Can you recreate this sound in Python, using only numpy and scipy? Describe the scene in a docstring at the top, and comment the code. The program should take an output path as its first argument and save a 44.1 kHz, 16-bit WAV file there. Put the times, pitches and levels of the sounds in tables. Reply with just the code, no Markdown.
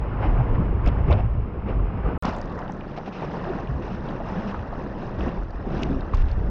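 """Water rushing around a paddle board in the surf, heard from a microphone sealed in a housing on its nose.
The rush is the resonance of countless bubbles, surging as waves and paddle strokes shove the board.
Chop slaps and thumps the hollow hull, spray and drops strike the housing, and wind eddies buffet it.
First the board runs through whitewater, its spray softened by a film of water on the microphone;
after an instant of silence it glides along a wave with the microphone clear."""
import sys
import numpy as np
from scipy import signal
from scipy.fft import rfft, irfft, next_fast_len
from scipy.io import wavfile
from scipy.ndimage import uniform_filter1d, map_coordinates

SR = 44100
rng = np.random.default_rng(int(sys.argv[2]) if len(sys.argv) > 2 else 0)


def file_out(sig):
    """Save sig as 16-bit WAV at sys.argv[1]."""
    # one column per channel
    cols = np.atleast_2d(sig).T
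    # limit, then scale
    lim = np.clip(cols, -1, 1)
    pcm = np.round(lim * 32767).astype(np.int16)
    wavfile.write(sys.argv[1], SR, pcm)


N = 286650
TIME = np.arange(N) / SR
WHITEWATER_END_S, GLIDE_START_S = 2.179, 2.225
REFERENCE_FLOW_DB = -39  # mist and stray droplets scale with the flow relative to this


def amp(db):
    """Decibels to amplitude."""
    return 10 ** (np.asarray(db) / 20)


def unit(x):
    """Normalisation to rms 1."""
    return x / np.sqrt(np.mean(x ** 2) + 1e-20)


def curves(rows):
    """Linear interpolation of each column after the time, one value per sample."""
    times, *columns = np.transpose(rows)
    return [np.interp(TIME, times, column) for column in columns]


def wobble(rate):
    """Smooth random modulation: a spline through `rate` knots a second."""
    knots = rng.standard_normal(int(N * rate / SR) + 4)
    return map_coordinates(knots, [TIME * rate])


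def taper(length_s, edge):
    """A tapered cosine envelope that spends the share `edge` of its length rising and falling."""
    return signal.windows.tukey(int(length_s * SR), edge)


def filtered(x, response):
    """Linear filtering: the spectrum of x times a frequency response."""
    size = next_fast_len(len(x) + 8192)
    return irfft(rfft(x, size) * response(np.fft.rfftfreq(size, 1 / SR)), size)[:len(x)]


def coloured(x, spectrum):
    """Spectral shaping by (Hz, dB) points, at rms 1."""
    points_hz, db = np.transpose(spectrum)
    return unit(filtered(x, lambda hz: amp(np.interp(np.log(hz + 1), np.log(points_hz), db))))


def resonance(x, centre_hz, q):
    """Two damped resonators in cascade, at rms 1."""
    return unit(filtered(x, lambda hz: (1j * hz / (centre_hz**2 - hz**2 + 1j * hz * centre_hz / q))**2))


def add(track, start_s, sound):
    """Superposition of a sound on the track."""
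    part = track[max(round(start_s * SR), 0):][:len(sound)]
    part += sound[:len(part)]


def wet_or_clear(wet, clear):
    """The first value while water films the microphone, the second on the glide."""
    return np.where(TIME < WHITEWATER_END_S, wet, clear)


def eddies(spectrum):
    """Turbulent pressure: eddies of fairly even strength, as noise divided by its smoothed envelope."""
    pressure = signal.hilbert(coloured(rng.standard_normal(N), spectrum))
    return unit(pressure.real / uniform_filter1d(np.abs(pressure), size=SR // 16))


# Strength of the wind. Each row: time in seconds, level in dB.
WIND_LEVELS = [(0, -25.5), (.2, -27.5), (.3, -24.5), (1.12, -20.5), (1.4, -22), (1.5, -34.5), (1.6, -29.5),
               (1.77, -27), (2.23, -30), (2.5, -35), (3.12, -45), (3.7, -34), (4.85, -36.5), (5.6, -35.5),
               (5.9, -25), (6.11, -34), (6.17, -27), (6.5, -21)]
# Spectra of fast and slow air. 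Each row: frequency in Hz, relative level in dB.
FAST_AIR_SPECTRUM = [(10, -21), (22, 0.5), (36, -5), (54, 5), (80, -2.5), (125, -3.5), (170, -19),
                     (300, -23.5), (800, -90), (3000, -120)]
SLOW_AIR_SPECTRUM = [(10, -20), (22, 0), (36, -1), (54, -3), (80, -5.5), (120, -12.5), (170, -34.5),
                     (300, -45), (2000, -120)]

def wind():
    """Turbulence: faster air sheds quicker eddies, so the buffeting reaches higher in the whitewater."""
    mean_db, = curves(WIND_LEVELS)
    buffet = wet_or_clear(eddies(FAST_AIR_SPECTRUM), eddies(SLOW_AIR_SPECTRUM))
    puffs_db = 1.35 * wobble(rate=12)
    return amp(mean_db + puffs_db) * buffet


# Head-on gusts. Each row: start in seconds, peak level in dB, shedding rate in Hz, length in seconds.
HEAD_GUSTS = [(0.259, -16, 47.3, 0.15), (0.387, -16, 91.4, 0.037), (0.492, -15.5, 33, .06),
              (0.582, -17, 113.3, 0.04), (0.856, -11, 43.7, 0.037), (0.976, -18, 58, 0.058),
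              (1.08, -12.5, 54.3, 0.065), (1.145, -15.5, 106, 0.041), (1.231, -20.5, 91.2, 0.053),
              (1.713, -18, 46, 0.17), (2.043, -18.5, 56, 0.047), (3.692, -25.5, 60, 0.086),
              (4.565, -28, 76.7, 0.057), (5.165, -25, 58, 0.13), (5.379, -24.5, 40.3, 0.067),
              (5.551, -28, 45.6, 0.048), (6.147, -14.5, 37.2, 0.11)]

def gusts():
    """Vortex shedding: a gust leaves a short train of large, uneven vortices on the housing."""
    track = np.zeros(N)
    for start, db, hz, length in HEAD_GUSTS:
        swell = taper(length, edge=0.25)
        flutter_hz = hz * np.exp(0.2 * wobble(rate=50)[:len(swell)])
        turns = np.cumsum(flutter_hz) / SR
        add(track, start, -amp(db) * swell * np.sin(2 * np.pi * turns))
    return track


def strays(wash_db, count, typical_hz=3400, patter_s=0.02):
    """Random impacts: rows for drops() of droplets on the glide, landing harder in faster water."""
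    when = rng.uniform(GLIDE_START_S, N / SR, count)
    weight, pitch = rng.standard_normal((count, 2)).T
    db = -44.5 + 10.5 * weight + wash_db[(when * SR).astype(int)] - REFERENCE_FLOW_DB
    return list(zip(when, db, typical_hz * 2 ** (0.2 * pitch), np.full(count, patter_s)))


def runoff(count, drain_s=0.55, fade_db_per_s=17, typical_hz=4200, patter_s=0.012):
    """Drainage: rows for drops() of fine droplets leaving the housing as the glide begins."""
    delay = drain_s * rng.random(count) ** 1.4
    weight, pitch = np.clip(rng.standard_normal((count, 2)), -2, 2).T
    db = -39.5 + 3.5 * weight - fade_db_per_s * delay
    return list(zip(GLIDE_START_S + delay, db, typical_hz * 2 ** (0.34 * pitch), np.full(count, patter_s)))


# Heavy drops on the housing. Each row: start in seconds, level in dB, pitch in Hz,
# time for the patter to fall 60 dB in seconds.
HEAVY_DROPS = [(.8615, -33, 5160, .012), (0.8735, -25.5, 2930, 0.02), (0.8768, -31.5, 5100, 0.016),
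               (0.8882, -27, 3080, 0.016), (1.111, -38, 5400, .008), (1.119, -24, 2670, 0.016),
               (1.1269, -20.5, 3330, .024), (2.236, -29.5, 5500, .006), (2.249, -29, 3500, .014),
               (2.254, -23, 5000, 0.014), (2.269, -32, 3200, .016), (2.279, -28, 2900, .014),
               (2.291, -32, 4200, .012), (2.308, -32, 2900, .03), (2.348, -32, 3540, .025),
               (2.385, -41, 6950, 0.018), (2.415, -30.5, 4870, 0.016), (2.428, -40, 3500, .015),
               (2.476, -37, 2680, 0.03), (2.591, -37, 5000, 0.02), (2.618, -37, 3000, 0.022),
               (2.68, -34.5, 2780, .025), (2.721, -36, 5850, 0.01), (2.809, -32.5, 2600, 0.038),
               (2.976, -29, 2760, 0.019), (3.444, -32.5, 2770, .02), (3.673, -31, 2700, 0.024),
               (4.088, -29.5, 3260, 0.018), (4.594, -32.5, 2700, .014), (5.208, -25, 2540, .02),
               (5.434, -45, 5100, .015), (5.823, -34, 5600, 0.011), (5.831, -16.5, 2520, 0.018),
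               (5.8341, -12, 2700, 0.003), (5.8344, -17.5, 4550, 0.0024), (6.146, -30, 5400, .015),
               (6.172, -30, 4500, 0.0065), (6.286, -32, 3370, 0.022), (6.315, -36, 4300, .02)]

def drops(droplets, rise_cycles=0.59, crisp_db=-26, lowest_hz=1960):
    """Impact sound: each heavy drop or small droplet ticks, then patters faintly as it breaks up."""
    track, t = np.zeros(N), np.arange(SR // 20) / SR
    for start, db, hz, patter_s in HEAVY_DROPS + droplets:
        age = t * hz / rise_cycles
        tick = np.sin(2 * np.pi * hz * t) * (age * np.exp(1 - age)) ** 2
        envelope = amp(-12.5 - 60 * t / patter_s) * (1 - np.exp(-age))
        patter = resonance(rng.standard_normal(len(t)), hz, q=4) * envelope
        # A drop is soft: only a small crisp share reaches far above its pitch.
        impact = filtered(0.66 * tick + patter, lambda f: 1 / (1 + (f / (1.59 * hz))**12) + amp(crisp_db))
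        add(track, start, amp(db) * impact)
    # Drops are too small to radiate low frequencies.
    return filtered(track, lambda hz: 1 - 1 / (1 + (hz / lowest_hz) ** 12))


# Spray thrown over the nose. Each row: start in seconds, level in dB, length in seconds.
SPRAY_SHEETS = [(0.225, -46.5, 0.05), (0.545, -50.5, 0.018), (0.854, -44.5, 0.042), (1.102, -41.5, 0.044),
                (1.169, -48, 0.046), (1.681, -49.5, 0.03), (2.245, -44.5, 0.048), (2.962, -48.5, 0.029),
                (3.056, -50.5, 0.038), (3.117, -50, 0.077), (3.82, -54, 0.023), (4.47, -52, 0.053),
                (5.763, -58, 0.024), (6.13, -49, 0.033), (6.172, -51.5, 0.062), (6.268, -56, 0.074)]
# Spectra of a spurt at the wet microphone and of all spray at the clear one.
# Each row: frequency in Hz, relative level in dB.
WET_SPURT_SPECTRUM = [(500, -26), (1300, 4.5), (2700, 12), (4000, -10), (5500, -14), (6500, -33.5),
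                      (9000, -58.5)]
CLEAR_SPRAY_SPECTRUM = [(1200, -21), (2100, 1), (2750, 3.5), (3100, -4), (3800, -6.5), (4500, -12),
                        (5200, -10), (6200, -18), (7000, -31.5), (8000, -35), (11000, -54.5)]

def spurts():
    """Incoherent summation: a sheet of spray lands all at once and its impacts merge into a hiss."""
    envelope, hiss = np.zeros(N), rng.standard_normal(N)
    for start, db, length in SPRAY_SHEETS:
        add(envelope, start, amp(db) * taper(length, edge=0.3))
    return envelope * wet_or_clear(coloured(hiss, WET_SPURT_SPECTRUM), coloured(hiss, CLEAR_SPRAY_SPECTRUM))


# Held notes of the hull. Each row: start in seconds, length in seconds, level in dB, pitch in Hz.
HULL_DRONES = [(2.86, 0.34, -47.5, 196), (3.46, 0.065, -30, 373), (4.26, 0.34, -33.5, 198),
               (5.83, 0.18, -31, 260)]

def drones():
    """Forced vibration: water drumming along the hollow hull keeps its resonance sounding unevenly."""
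    track = np.zeros(N)
    for start, length, db, hz in HULL_DRONES:
        swell = taper(length, edge=0.6)
        note = resonance(rng.standard_normal(SR), hz, q=5.5)[SR // 4:][:len(swell)]
        add(track, start, amp(db) * swell * unit(note))
    return track


# Blows on the hull. Each row: start in seconds, level in dB, pitch in Hz, 60 dB decay time in seconds.
HULL_THUMPS = [(.25, -16, 304, 0.071), (0.869, -16, 257, 0.058), (1.102, -12, 322, 0.05),
               (2.06, -13.5, 135, 0.057), (2.25, -4.5, 228, 0.026), (2.281, -9.5, 234, 0.043),
               (3.688, -15, 132, 0.13), (4.369, -15, 186, 0.084), (5.665, -16.5, 221, 0.058),
               (5.848, -17, 326, 0.056), (5.915, -15, 150, 0.047), (6.139, -5, 65.5, 0.11)]

def thumps():
    """Damped free vibration: the hull answers a heavy blow of water with a low, dying note."""
    track, t = np.zeros(N), np.arange(SR // 4) / SR
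    attack = 1 - np.exp(-t / 0.0044)
    for start, db, hz, t60 in HULL_THUMPS:
        add(track, start, amp(db - 60 * t / t60) * np.sin(2 * np.pi * hz * t) * attack)
    return track


# Chop striking the nose. Each row: start in seconds, level in dB, pitch of the trapped air in Hz,
# its 60 dB decay time in seconds, its relative level in dB.
CHOP_SLAPS = [(0.228, -31.5, 790, 0.067, -6), (0.396, -29.5, 780, 0.045, -3),
              (0.497, -27.5, 432, .02, -4.5), (0.55, -32.5, 1190, 0.022, -1.5),
              (0.617, -26, 400, 0.016, -3), (0.725, -24.5, 390, 0.013, -0.5),
              (0.862, -27.5, 630, 0.039, -6), (1.101, -21, 534, 0.057, -4.5), (1.113, -27, 1000, 0.023, -2),
              (1.185, -25.5, 700, 0.035, 4.5), (1.541, -34, 566, 0.022, -5), (1.55, -31, 420, 0.02, -2),
              (1.68, -32, 480, 0.06, -8), (2.088, -31.5, 1070, 0.017, 1), (2.228, -33, 1260, 0.05, -3),
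              (2.246, -19, 985, 0.014, 12), (2.267, -25.5, 910, 0.036, 5), (2.292, -24, 1030, 0.016, 6),
              (2.327, -34, 886, 0.12, 1), (2.584, -31.5, 950, 0.027, 4), (2.695, -24.5, 740, 0.012, -8),
              (2.973, -25.5, 650, 0.03, -3), (3.074, -32.5, 720, 0.019, 0), (3.217, -26, 720, 0.031, -7),
              (3.336, -27, 643, 0.043, -12), (3.46, -31.5, 620, 0.1, -11), (3.587, -30.5, 735, 0.021, -8),
              (3.871, -33, 650, 0.027, -9), (4.202, -23, 690, 0.018, -5), (4.543, -29.5, 970, 0.024, -1.5),
              (4.724, -32, 700, 0.027, 4), (5.03, -27, 610, 0.015, -3), (5.263, -27, 486, 0.015, 6),
              (5.373, -25.5, 680, 0.01, 7), (5.664, -23.5, 373, 0.026, 4), (5.703, -28, 700, 0.013, -5),
              (6.136, -26.5, 1084, 0.014, 16.5)]

def slaps():
    """Air-pocket resonance: a slap smacks, splatters and rings the air it traps at a rising pitch."""
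    track, t = np.zeros(N), np.arange(SR // 4) / SR
    attack = 1 - np.exp(-t / 0.0018)
    for start, db, hz, t60, ring_db in CHOP_SLAPS:
        smack = resonance(rng.standard_normal(len(t)), 1.3 * hz, q=0.8) * amp(-6.5 - 60 * t / 0.016)
        splatter = resonance(rng.standard_normal(len(t)), hz, q=1.85) * amp(-0.5 - 15 * t / t60)
        pocket = np.sin(2 * np.pi * hz * t * (1 + 3 * t)) * amp(ring_db - 60 * t / t60)
        add(track, start, amp(db) * (smack + splatter + pocket) * attack)
    # Water is a soft striker and excites little treble.
    return filtered(track, lambda hz: 1 / (1 + (hz / 3200) ** 6))


# Steady flow past the board. Each row: time in seconds, wash level in dB,
# churn relative to wash in dB (high while the hull sits deep).
STEADY_FLOW = [(0, -39, 1.5), (.16, -36, 1.5), (.38, -34.5, 2.5), (.75, -39.5, 6.5), (1.0, -36.5, 3.5),
               (1.27, -42.5, 2.5), (1.52, -44.5, 7.5), (1.9, -40, 5), (2.2, -36.5, 2.5), (2.8, -42, 5),
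               (3.15, -40.5, 5), (3.9, -40.5, 7), (4.7, -40, 3), (4.87, -40, 4.5), (5.37, -42, 7),
               (5.47, -44.5, 5), (5.63, -40.5, 2.5), (5.8, -39.5, 6.5), (6.5, -42.5, 1.5)]
# Shoves from waves and paddle strokes. Each row: start in seconds, time until release in seconds,
# wash level in dB, churn relative to wash in dB, spray level in dB.
FLOW_SURGES = [(0.197, 0.022, -32, -12, -47), (0.465, 0.18, -49, 14.5, -64.5),
               (0.823, 0.044, -41, 2, -50.5), (1.053, 0.084, -37, 7.5, -50), (1.642, 0.069, -38, 6.5, -55),
               (2.037, 0.05, -36, 7, -55), (2.224, 0.059, -35.5, 0.5, -46.5), (2.473, 0.15, -40, -13, -66),
               (2.86, 0.05, -53, 13.5, -58.5), (3.17, 0.077, -38, 5, -51.5), (3.28, 0.32, -38, -0.5, -55),
               (3.815, 0.14, -48, 4, -55), (4.021, 0.09, -38, -1, -53.5), (4.231, 0.28, -38, 1, -53),
               (4.74, 0.12, -44, 8.5, -61), (4.954, 0.11, -48.5, 14.5, -55.5), (5.162, 0.12, -36.5, 7, -51),
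               (5.671, 0.25, -43, 11, -57.5), (5.707, 0.11, -39.5, 4, -51.5),
               (6.344, 0.19, -52.5, 19.5, -74)]

def flow(attack_s=0.038, release_s=0.067):
    """Incoherent sources add in power: steady flow plus surges give wash, churn and spray levels in dB."""
    flow_db, deep_db = curves(STEADY_FLOW)
    mist_db = wet_or_clear(-57.5, -58.5) + 0.75 * (flow_db - REFERENCE_FLOW_DB)
    calm_db = 2 * np.exp(-((TIME - 2.5) / 0.18) ** 2)  # smooth sea behind the wave throws less spray
    power = amp([flow_db, flow_db + deep_db, mist_db - calm_db]) ** 2
    for start, length, wash_db, churn_db, spray_db in FLOW_SURGES:
        build = np.clip((TIME - start) / attack_s, 0, 1)
        drain = np.exp(-np.maximum(TIME - start - length, 0) / release_s)
        power += np.outer(amp([wash_db, wash_db + churn_db, spray_db]), build * drain) ** 2
    return 10 * np.log10(power + 1e-20)


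def bubbles(low_hz, high_hz, cycles, spread_db, count, samples):
    """Bubble resonance: each of a swarm falls 60 dB in `cycles`, its pitch rising near the surface."""
    when, pitch, strength = rng.random((count, 3)).T[:, :, None]
    hz = low_hz * (high_hz / low_hz) ** pitch
    turns = hz * np.arange(samples) / SR
    life = turns / cycles
    ring = np.sin(2 * np.pi * turns * (1 + 0.066 * life)) * amp(-60 * life) * (1 - np.exp(-2 * turns))
    # Most are faint and a few stand out; small ones are brief and need more height for the same weight.
    height = amp(spread_db * np.minimum(-np.log(1 - strength), 4)) * hz ** 1.5
    index = (when * N).astype(int) + np.arange(samples)
    return unit(np.bincount(index.ravel(), (height * ring).ravel(), N + samples)[:N])


def froth(spectrum, swarm):
    """Superposition: distinct near bubbles over an equally strong blur of countless far ones."""
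    return unit(coloured(swarm, spectrum) + coloured(rng.standard_normal(N), spectrum))


# Spectra of the churn, and of wash and spray at a wet or clear microphone.
# Each row: frequency in Hz, relative level in dB.
CHURN_SPECTRUM = [(50, -27), (115, -3), (180, 0.5), (260, -5.5), (380, -8), (520, -14), (900, -37.5),
                  (2000, -64), (5000, -120)]
WET_WASH_SPECTRUM = [(200, -25.5), (380, -3.5), (520, -2), (800, -2), (1100, -4.5), (1400, -10.5),
                     (1750, -17.5), (2200, -26.5), (3000, -51.5), (7000, -120)]
CLEAR_WASH_SPECTRUM = [(200, -27.5), (370, -8.5), (520, 2), (750, 0), (1000, -3), (1400, -9), (1900, -14),
                       (2200, -28.5), (3000, -64.5), (5000, -84)]
WET_SPRAY_SPECTRUM = [(1200, -12.5), (2100, -0.5), (2800, -3.5), (3300, -13.5), (3900, -21), (4600, -25),
                      (5300, -21.5), (5900, -39), (7000, -43), (9000, -73.5)]

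def rushing_water(wash_db, churn_db, spray_db):
    """Smaller bubbles resonate higher: pockets churn under the hull, foam washes by, spray fizzes."""
    pockets = bubbles(101.4, 674, cycles=6.5, spread_db=1.5, count=2000, samples=1800)
    foam = bubbles(356.3, 2326, cycles=31.7, spread_db=0.7, count=4800, samples=1000)
    fizz = bubbles(1780, 9500, cycles=55, spread_db=2.4, count=9000, samples=520)
    # The wash changes tone slightly on the glide.
    wash = wet_or_clear(froth(WET_WASH_SPECTRUM, foam), froth(CLEAR_WASH_SPECTRUM, foam))
    # The water film smears the whitewater's heavier spray into a soft hiss.
    hiss = amp(2.5) * coloured(rng.standard_normal(N), WET_SPRAY_SPECTRUM)
    spray = wet_or_clear(hiss, froth(CLEAR_SPRAY_SPECTRUM, fizz))
    slosh = wobble(rate=40)
    return (amp(churn_db) * froth(CHURN_SPECTRUM, pockets)
            + amp(wash_db + 0.21 * slosh) * wash
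            + amp(spray_db + wet_or_clear(0.38, 0.6) * slosh) * spray)


def scene():
    """Superposition of wind, sea and drops at the nose of the board, in mono."""
    wash_db, churn_db, spray_db = flow()
    air = wind() + gusts()
    sea = rushing_water(wash_db, churn_db, spray_db) + slaps() + thumps() + drones() + spurts()
    droplets = strays(wash_db, count=14) + runoff(count=36)
    return (air + sea + drops(droplets))[None]


def record(dry):
    """Transmission loss: the housing passes little high treble. A brief silence precedes the glide."""
    corner_hz, leak_db, top_hz = 8000, -29.5, 16000
    inside = filtered(dry[0], lambda hz: 1 / np.sqrt(1 + (hz / corner_hz) ** 24) + amp(leak_db))
    gate = np.clip((WHITEWATER_END_S - TIME) / 0.00077, 0, 1) + (TIME > GLIDE_START_S)
    return filtered(inside * gate, lambda hz: hz < top_hz)[None]


dry = scene()
out = record(dry)
file_out(out)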